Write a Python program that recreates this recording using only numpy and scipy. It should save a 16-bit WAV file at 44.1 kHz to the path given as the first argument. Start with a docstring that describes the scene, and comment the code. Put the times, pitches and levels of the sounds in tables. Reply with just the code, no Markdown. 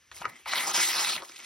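"""Close to a phone in a quiet room, over a faint steady hush, a hand-held sheet of paper rustles and pops
as it flexes, pushing soft puffs of air at the phone. A pocket knife then slices twice down the sheet:
fibres part as a dense hiss of tiny snaps that the paper radiates. Rustles and pops follow the cuts.
The paper and room are heard in stereo, with a left-right phase offset that depends on pitch."""
import sys
import numpy as np
from scipy import signal
from scipy.fft import rfft, irfft
from scipy.io import wavfile
from scipy.ndimage import uniform_filter1d

SR = 44100
rng = np.random.default_rng(int(sys.argv[2]) if len(sys.argv) > 2 else 0)


def generate_wav(sig):
    """Save sig (samples, or channels by samples) to the path in sys.argv[1] as 16-bit PCM at SR."""
    pcm = np.round(np.clip(np.atleast_2d(sig).T, -1, 1) * 32767).astype(np.int16)
    wavfile.write(sys.argv[1], SR, pcm)


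N = 63945  # length in samples, 1.45 s


def undb(db):
    """Decibels to amplitude ratio."""
    return 10 ** (np.asarray(db) / 20)


def unit(x):
    """Scale to an RMS of one."""
    return x / np.sqrt(np.mean(x ** 2))


def peak_one(x):
    """Scale to a peak of one."""
    return x / np.abs(x).max()


def on_log(hz, table):
    """Read a (frequency [Hz], value) table on a log-frequency axis."""
    table_hz, values = np.array(table, float).T
    return np.interp(np.log(np.maximum(hz, 1)), np.log(np.maximum(table_hz, 1)), values)


def colour_by(x, response):
    """Weight the spectrum of a full-length sound by an amplitude response."""
    return irfft(rfft(x) * response, N)


def band(x, hz, width):
    """Band-pass around hz, with a width relative to it."""
    edges = np.clip([hz / (1 + width / 2), hz * (1 + width / 2)], 10, .45 * SR)
    return signal.sosfilt(signal.butter(2, edges, "band", fs=SR, output="sos"), x)


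def walk(rate):
    """Random levels held 1 / rate seconds, then smoothed into slopes, with an RMS of one."""
    hold = max(int(SR / rate), 2)
    steps = rng.standard_normal(4000)[np.arange(N) // hold % 4000]
    return unit(uniform_filter1d(uniform_filter1d(steps, hold), hold))


# Spectrum of the room's hush: (frequency [Hz], relative density [dB])
ROOM_HUSH = [(30, -43), (70, -9.5), (130, -14.5), (300, -19), (700, -24), (2000, -10), (4000, -19),
             (6000, -14), (8000, -19.5), (11000, -28), (15000, -29)]
ROOM_HUSH_DB = -64


def room_tone():
    """Faint steady hush of the room: noise with a fixed colour."""
    hz = np.fft.rfftfreq(N, 1 / SR)
    hush = colour_by(rng.standard_normal(N), undb(on_log(hz, ROOM_HUSH)))
    return unit(hush) * undb(ROOM_HUSH_DB)


LARGEST_SNAP = 4.5  # in spreads


def fibres(per_s, spread_db, share):
    """One-sided snaps of uneven size over a bed of fine noise; share is the snaps' part of the power."""
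    hit = rng.random(N) < per_s / SR
    size = np.minimum(rng.exponential(size=N), LARGEST_SNAP)
    snaps = unit(hit * undb(spread_db * size))
    bed = rng.standard_normal(N)
    return np.sqrt(share) * snaps + np.sqrt(1 - share) * bed


# Resonances of the sheet: (frequency [Hz], width [Hz], gain [dB])
SHEET_RESONANCES = [(1320, 307, 4), (4510, 120, -1), (5530, 600, 5.5)]
# Where each level column of the handling and cutting tables rules
BASS_HZ, BODY_HZ, RING_HZ, HISS_HZ = 120, 1200, 2100, 3000
TOP_HISS_HZ, SIZZLE_HZ, TREBLE_HZ = 6500, 7200, 9500
HISS_DB, BODY_DB, RING_DB, TREBLE_DB = 1, 5.5, 9, 6.5  # added to those columns
BRIGHT_DB, BRIGHT_OCTAVES = 5, 0.3  # lift of the brightest band
RING_OCTAVES, RING_WANDER_OCTAVES, RING_WANDER_PER_S = .28, .07, 14  # the ring drifts as the sheet bends
JUDDER_DB, JUDDER_PER_S = 1.5, 150  # level wander shared by all bands
FLICKER_DB, FLICKER_PER_S = 2.2, 45  # level wander of each band alone
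TOGETHER = 0.41  # power share of the snaps that sound in all bands at once


def sheet(spans, colour, snaps):
    """Snaps ring in overlapping third-octave bands of the sheet; each region follows its level."""
    t, freq = np.arange(N) / SR, np.fft.rfftfreq(N, 1 / SR)
    peaks_db = sum(db / (1 + (2 * (freq - hz) / width) ** 2) for hz, width, db in SHEET_RESONANCES)
    radiation = undb(on_log(freq, colour) + peaks_db)
    judder = undb(JUDDER_DB * walk(JUDDER_PER_S))
    shared_snaps = fibres(*snaps)

    # silent outside the spans: level, body, treble, ring, brightest band, sizzle
    now = np.array([np.full(N, -120.), *np.zeros((3, N)), np.full(N, HISS_HZ), np.zeros(N)])
    for rows in spans:
        s, *cols = np.array(rows, float).T
        on = (t >= s[0]) & (t <= s[-1])
        now[:len(cols), on] = [np.interp(t[on], s, c) for c in cols]
    level, body, treble, ring, bright_hz, sizzle = now
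    ring_hz = RING_HZ * 2 ** (RING_WANDER_OCTAVES * walk(RING_WANDER_PER_S))

    out = np.zeros(N)
    for hz in 50 * 2 ** (np.arange(26) / 3):
        # triangle reaching to the neighbouring bands
        band_shape = np.clip(1 - 3 * np.abs(np.log2(np.maximum(freq, 1) / hz)), 0, 1)
        low = on_log(hz, [(BASS_HZ, 0), (3 * BASS_HZ, 1), (BODY_HZ, 1), (RING_HZ, 0)])
        mid = np.exp(-(np.log2(hz / ring_hz) / RING_OCTAVES) ** 2)
        bright = np.exp(-(np.log2(hz / bright_hz) / BRIGHT_OCTAVES) ** 2)
        edge = np.exp(-(3 * np.log2(hz / SIZZLE_HZ)) ** 2)
        high = on_log(hz, [(TOP_HISS_HZ, 0), (TREBLE_HZ, 1)])
        db = level + HISS_DB + FLICKER_DB * walk(FLICKER_PER_S)
        db = db + low * (body + BODY_DB) + mid * (ring + RING_DB) + high * (treble + TREBLE_DB)
        db = db + BRIGHT_DB * bright + edge * sizzle
        drive = judder * (np.sqrt(TOGETHER) * shared_snaps + np.sqrt(1 - TOGETHER) * fibres(*snaps))
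        out = out + undb(db) * colour_by(drive, radiation * band_shape)
    return out


# Handling close to the phone, one list before the cuts and one after: (time [s], hiss level [dB],
# body re hiss [dB], treble re hiss [dB], ring re hiss [dB], brightest band [Hz])
HANDLING = [
    [(0.115, -49, 9.5, -20, 19, 3130), (0.151, -43.5, -4.5, -4.5, -31, 5830),
     (0.207, -45.5, 0.5, -11.5, 4.5, 4100), (0.245, -58.5, 24, -2, 30.5, 4860),
     (0.253, -36.5, 6.5, -33, 24.5, 5100), (0.275, -62.5, 27.5, -6, 23.5, 4950),
     (0.295, -46.5, 8.5, -2, 10, 4310), (0.317, -60.5, 17.5, -15, 16, 3430),
     (0.355, -48.5, 2.5, -15, 6, 3020), (0.401, -53.5, 4.5, -4, 3, 3380), (0.451, -58.5, -8, -12, 14, 3430),
     (0.455, -48, 8, -8, 4, 3410)],
    [(1.19, -51, 9, 1, -4, 3670), (1.218, -47, 12, -19, 3, 4530), (1.234, -46, 2, -2, -35, 4950),
     (1.25, -41, -16, -5, 6.5, 5060), (1.266, -51, 7, -8, -28, 5070), (1.288, -45.5, -5, -11, 0, 5000),
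     (1.348, -46.5, 1, -12, 3, 4250), (1.368, -43.5, -14, -11, 0, 4430), (1.386, -48, 2, -4, 3, 4200),
     (1.4, -45.5, 2, -15, -1, 3540), (1.412, -47, -2.5, -15, 5, 3700), (1.45, -37, -7.5, -9, 2, 4280)],
]
# What the handled sheet radiates: (frequency [Hz], relative density [dB])
HANDLING_COLOUR = [(60, -31), (130, -32), (250, -4.5), (500, -14), (900, -6.5), (2100, -8.5), (3200, -2),
                   (5500, -8), (7500, 4), (10000, -7), (15500, -11)]
CRACKLES_PER_S, CRACKLE_SPREAD_DB, CRACKLE_SHARE = 1300, 4.5, 0.49


def rustles():
    """The handled sheet crackles: sparse snaps of very uneven size, radiated by the paper."""
    return sheet(HANDLING, HANDLING_COLOUR, (CRACKLES_PER_S, CRACKLE_SPREAD_DB, CRACKLE_SHARE))


# Pops of the sheet, from buckling as it flexes and, late in the second cut, from the knife sticking and
# slipping: (time [s], ring peak [dB], ring [Hz], ring t60 [s], crack re ring [dB])
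SHEET_POPS = [(0.115, -42, 1450, 0.029, 3), (0.143, -45, 2130, 0.023, -11), (0.17, -39.5, 2170, 0.017, -9),
              (0.217, -28.5, 975, 0.019, -12), (0.221, -36.5, 1030, 0.014, 5),
              (0.244, -26.5, 1244, 0.025, -20), (0.254, -19.5, 1258, 0.038, -11),
              (0.254, -35.5, 566, 0.025, -20), (0.261, -35, 1450, 0.022, -12),
              (0.458, -31.5, 2265, 0.035, -17), (0.46, -31.5, 1280, 0.035, -13),
              (0.463, -32, 878, 0.061, -5.5), (0.474, -36, 890, 0.027, -12), (0.507, -44, 2020, 0.065, -18),
              (0.535, -14, 1420, 0.01, -15), (0.557, -23, 2060, 0.025, 2), (1.047, -23, 2030, 0.026, 4),
              (1.133, -24, 2500, 0.021, -14), (1.144, -31, 2960, 0.025, -5), (1.155, -29, 2700, 0.018, -5),
              (1.163, -29.5, 3150, 0.014, 5), (1.178, -29, 2210, 0.023, -25), (1.202, -47, 407, 0.022, 7),
              (1.2217, -33, 1110, 0.042, 1.5), (1.225, -41, 543, 0.037, -22), (1.233, -39, 1080, 0.035, -16),
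              (1.248, -50, 2660, 0.015, 4), (1.291, -41.5, 4960, 0.022, 0), (1.296, -37.5, 1250, 0.0075, -1),
              (1.296, -51.5, 340, 0.05, -25), (1.32, -41, 2350, 0.018, -14), (1.36, -41.5, 2700, 0.021, 1),
              (1.366, -42, 3530, 0.015, 5), (1.38, -43, 2370, 0.024, 6), (1.393, -38.5, 2160, 0.041, -2),
              (1.402, -34.5, 2680, 0.0075, -6)]
POP_WIDTH, POP_RISE_S = 0.61, 0.0008
POP_CLEAN = .5  # share of each pop that rings as one clear mode
CRACK_HZ, CRACK_WIDTH, CRACK_T60_S = 3470, 0.95, 0.011


def pops():
    """Each pop swells fast and rings the sheet, part clear mode and part rattle, with a crack on top."""
    out, t = np.zeros(N), np.arange(int(.1 * SR)) / SR
    rise = 1 - np.exp(-(t / POP_RISE_S) ** 2)
    for s, db, hz, t60, crack_db in SHEET_POPS:
        rattle = rng.standard_normal(len(t)) * rise
        fade = undb(-60 * t / max(t60, .003))
        mode = rise * fade * np.sin(2 * np.pi * (hz * t + rng.random()))
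        noisy_ring = band(rattle * fade, hz, POP_WIDTH)
        ring = POP_CLEAN * peak_one(mode) + (1 - POP_CLEAN) * peak_one(noisy_ring)
        crack = band(rattle * undb(-60 * t / CRACK_T60_S), CRACK_HZ, CRACK_WIDTH)
        pop = undb(db) * (peak_one(ring) + undb(crack_db) * peak_one(crack))
        i = int((s - POP_RISE_S) * SR)
        out[i:i + len(t)] += pop[:N - i]
    return out


# Air the swinging sheet pushes at the phone: (time [s], peak [dB], centre [Hz], length [s])
AIR_PUSHES = [(0.15, -59, 80, 0.12), (0.215, -49.5, 165, 0.021), (0.269, -51.5, 117, 0.05),
              (0.336, -53.5, 209, 0.056), (0.484, -62.5, 63.5, 0.047), (1.165, -51.5, 202, 0.048),
              (.8, -63, 65, 0.049), (0.801, -51, 133, 0.028), (0.984, -59, 123, 0.1),
              (0.237, -59, 55, 0.037), (1.17, -58, 76, 0.026)]
PUFF_WIDTH = 0.39


def puffs():
    """Soft low swells of rumbling air: narrow-band noise under a bell-shaped envelope."""
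    t, out = np.arange(N) / SR, np.zeros(N)
    for s, db, hz, length in AIR_PUSHES:
        swell = np.exp(-(2 * (t - s) / length) ** 2)
        rumble = band(rng.standard_normal(N), hz, PUFF_WIDTH)
        out += undb(db) * peak_one(swell * rumble)
    return out


# The two slices, close to the phone: (time [s], hiss level [dB], body re hiss [dB], treble re hiss [dB],
# ring near 2 kHz re hiss [dB], brightest band [Hz], lift of the sizzle near 7 kHz [dB])
SLICES = [
    [(0.457, -57, -11, 2, -1, 3680, -11), (0.465, -52.5, -7, -10, 11, 3550, -12),
     (0.479, -42.5, -3.5, -6.5, 3, 3720, -7), (0.513, -35.5, -6.5, -15, -3, 3770, -7.5),
     (0.539, -35.5, -0.5, -16, 1, 4000, 0), (0.553, -35, -2.5, -0.5, 11.5, 3700, -11),
     (0.583, -31, -1.5, -8.5, -5, 3500, -17), (0.609, -36.5, -1.5, -6.5, 3.5, 3930, 0.5),
     (0.651, -39.5, 6, -1, -1, 5300, -5.5), (0.711, -33.5, -1, -10, -8.5, 5730, -2.5),
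     (0.732, -41.5, -1, -11, -3, 5000, -18)],
    [(0.733, -41, -8, 2, -8, 5430, -12), (0.745, -28, -4.5, -12.5, -8, 5500, 0),
     (0.769, -29, -7.5, -4, -4, 5950, -3), (0.783, -30.5, 1, -13, -6, 5400, -3),
     (0.831, -28, -10.5, -5.5, -1, 3600, 2.3), (0.881, -35.5, -3, -1.5, -3, 4300, 1.5),
     (0.929, -34, -7, -4, -3, 5130, -11), (0.985, -30, -4.5, -8.5, -10, 4300, -10),
     (1.003, -30.5, -3, -7, -12, 4420, -1.5), (1.105, -30.5, -10, -10.5, -9.5, 4800, -5.2),
     (1.131, -38.5, -5.5, -10, -10, 4420, -4), (1.151, -35.5, -13.5, -5, -29, 4100, -8.5),
     (1.165, -42, 5.5, -8, -17, 3700, -1), (1.183, -50, 7, -8, 15, 3460, 5),
     (1.215, -57, 5, -13, -3, 3480, -8)],
]
# What the sheet radiates under the knife: (frequency [Hz], relative density [dB])
SLICE_COLOUR = [(60, -21), (130, -14), (250, -4), (370, -2.5), (500, -5), (900, 6), (1400, 3.5),
                (2100, 6.5), (3000, 6), (4200, 5.5), (5500, 2), (7500, 12.5), (10000, 0), (13000, -4.5),
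                (15500, -1.5)]
SNAPS_PER_S, SNAP_SPREAD_DB, SNAP_SHARE = 2500, 1.5, 0.45


def cuts():
    """The knife parts the fibres: dense snaps of fairly even size, radiated by the paper."""
    return sheet(SLICES, SLICE_COLOUR, (SNAPS_PER_S, SNAP_SPREAD_DB, SNAP_SHARE))


ROOM_T60_S, ROOM_DB = 0.12, -16


def echo(x, db):
    """A short diffuse tail from tabletop and walls: decaying noise that starts after 3 ms."""
    t = np.arange(int(.4 * SR)) / SR
    tail = rng.standard_normal(len(t)) * undb(-60 * t / ROOM_T60_S) * (t > .003)
    return undb(db) * signal.fftconvolve(x, tail / np.sqrt(np.sum(tail ** 2)))[:N]


# Unrelated diffuse sound in left and right, by pitch: (frequency [Hz], level [dB])
DIFFUSE_LEVEL = [(100, -17), (300, -5), (600, -2), (1300, -16.5), (2600, -9), (5500, -8), (7000, -67),
                 (8200, -66), (11000, 0), (13500, -14)]


def diffuse_stereo(x):
    """Two independent tails, left and right, coloured alike and almost absent near 7-8 kHz."""
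    tilt = undb(on_log(np.fft.rfftfreq(N, 1 / SR), DIFFUSE_LEVEL))
    return colour_by([echo(x, 0), echo(x, 0)], tilt)


# Left-right phase offset by pitch: (frequency [Hz], left minus right [rad])
PHASE_OFFSET = [(0, 0), (150, 0), (520, -.4), (1200, -.3), (1650, 0), (2200, .6), (3300, .6), (3900, .45),
                (4500, .8), (5200, 0), (5600, .5), (6200, 1.2), (6900, 3.1), (8300, 3.2), (9700, 5.5),
                (10300, 6.2), (11700, 6.35), (12400, 7.2), (13300, 9.4), (15100, 9.4), (15600, 10.1)]
# Left-right level tilt by pitch: (frequency [Hz], left minus right [dB])
LEVEL_TILT = [(60, 0), (110, .5), (200, 3.5), (380, 6), (700, 3.5), (1290, 1.8), (2380, .7), (4400, .3),
              (8000, 0)]


def stereo(x):
    """The same sound in both channels, with a phase offset and level tilt that depend on pitch."""
    hz = np.fft.rfftfreq(2 * N, 1 / SR)  # padded, so that shifts do not wrap around
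    offset_hz, offset = np.array(PHASE_OFFSET, float).T
    # each channel takes half of the difference, in opposite senses
    left = undb(on_log(hz, LEVEL_TILT) / 2) * np.exp(.5j * np.interp(hz, offset_hz, offset))
    return np.array([irfft(rfft(x, 2 * N) * h, 2 * N)[:N] for h in (left, 1 / left)])


def scene():
    """Paper, its echo and the room are spread in stereo; the puffs are alike in both channels."""
    paper = cuts() + rustles() + pops()
    diffuse = diffuse_stereo(paper)
    shared = paper + echo(paper, ROOM_DB) + room_tone()
    return stereo(shared) + diffuse + puffs()


TOP_HZ = 15800


def record(dry):
    """The phone cuts the top with a steep low-pass."""
    return signal.sosfilt(signal.ellip(16, .3, 80, TOP_HZ, fs=SR, output="sos"), dry)


dry = scene()
out = record(dry)
generate_wav(out)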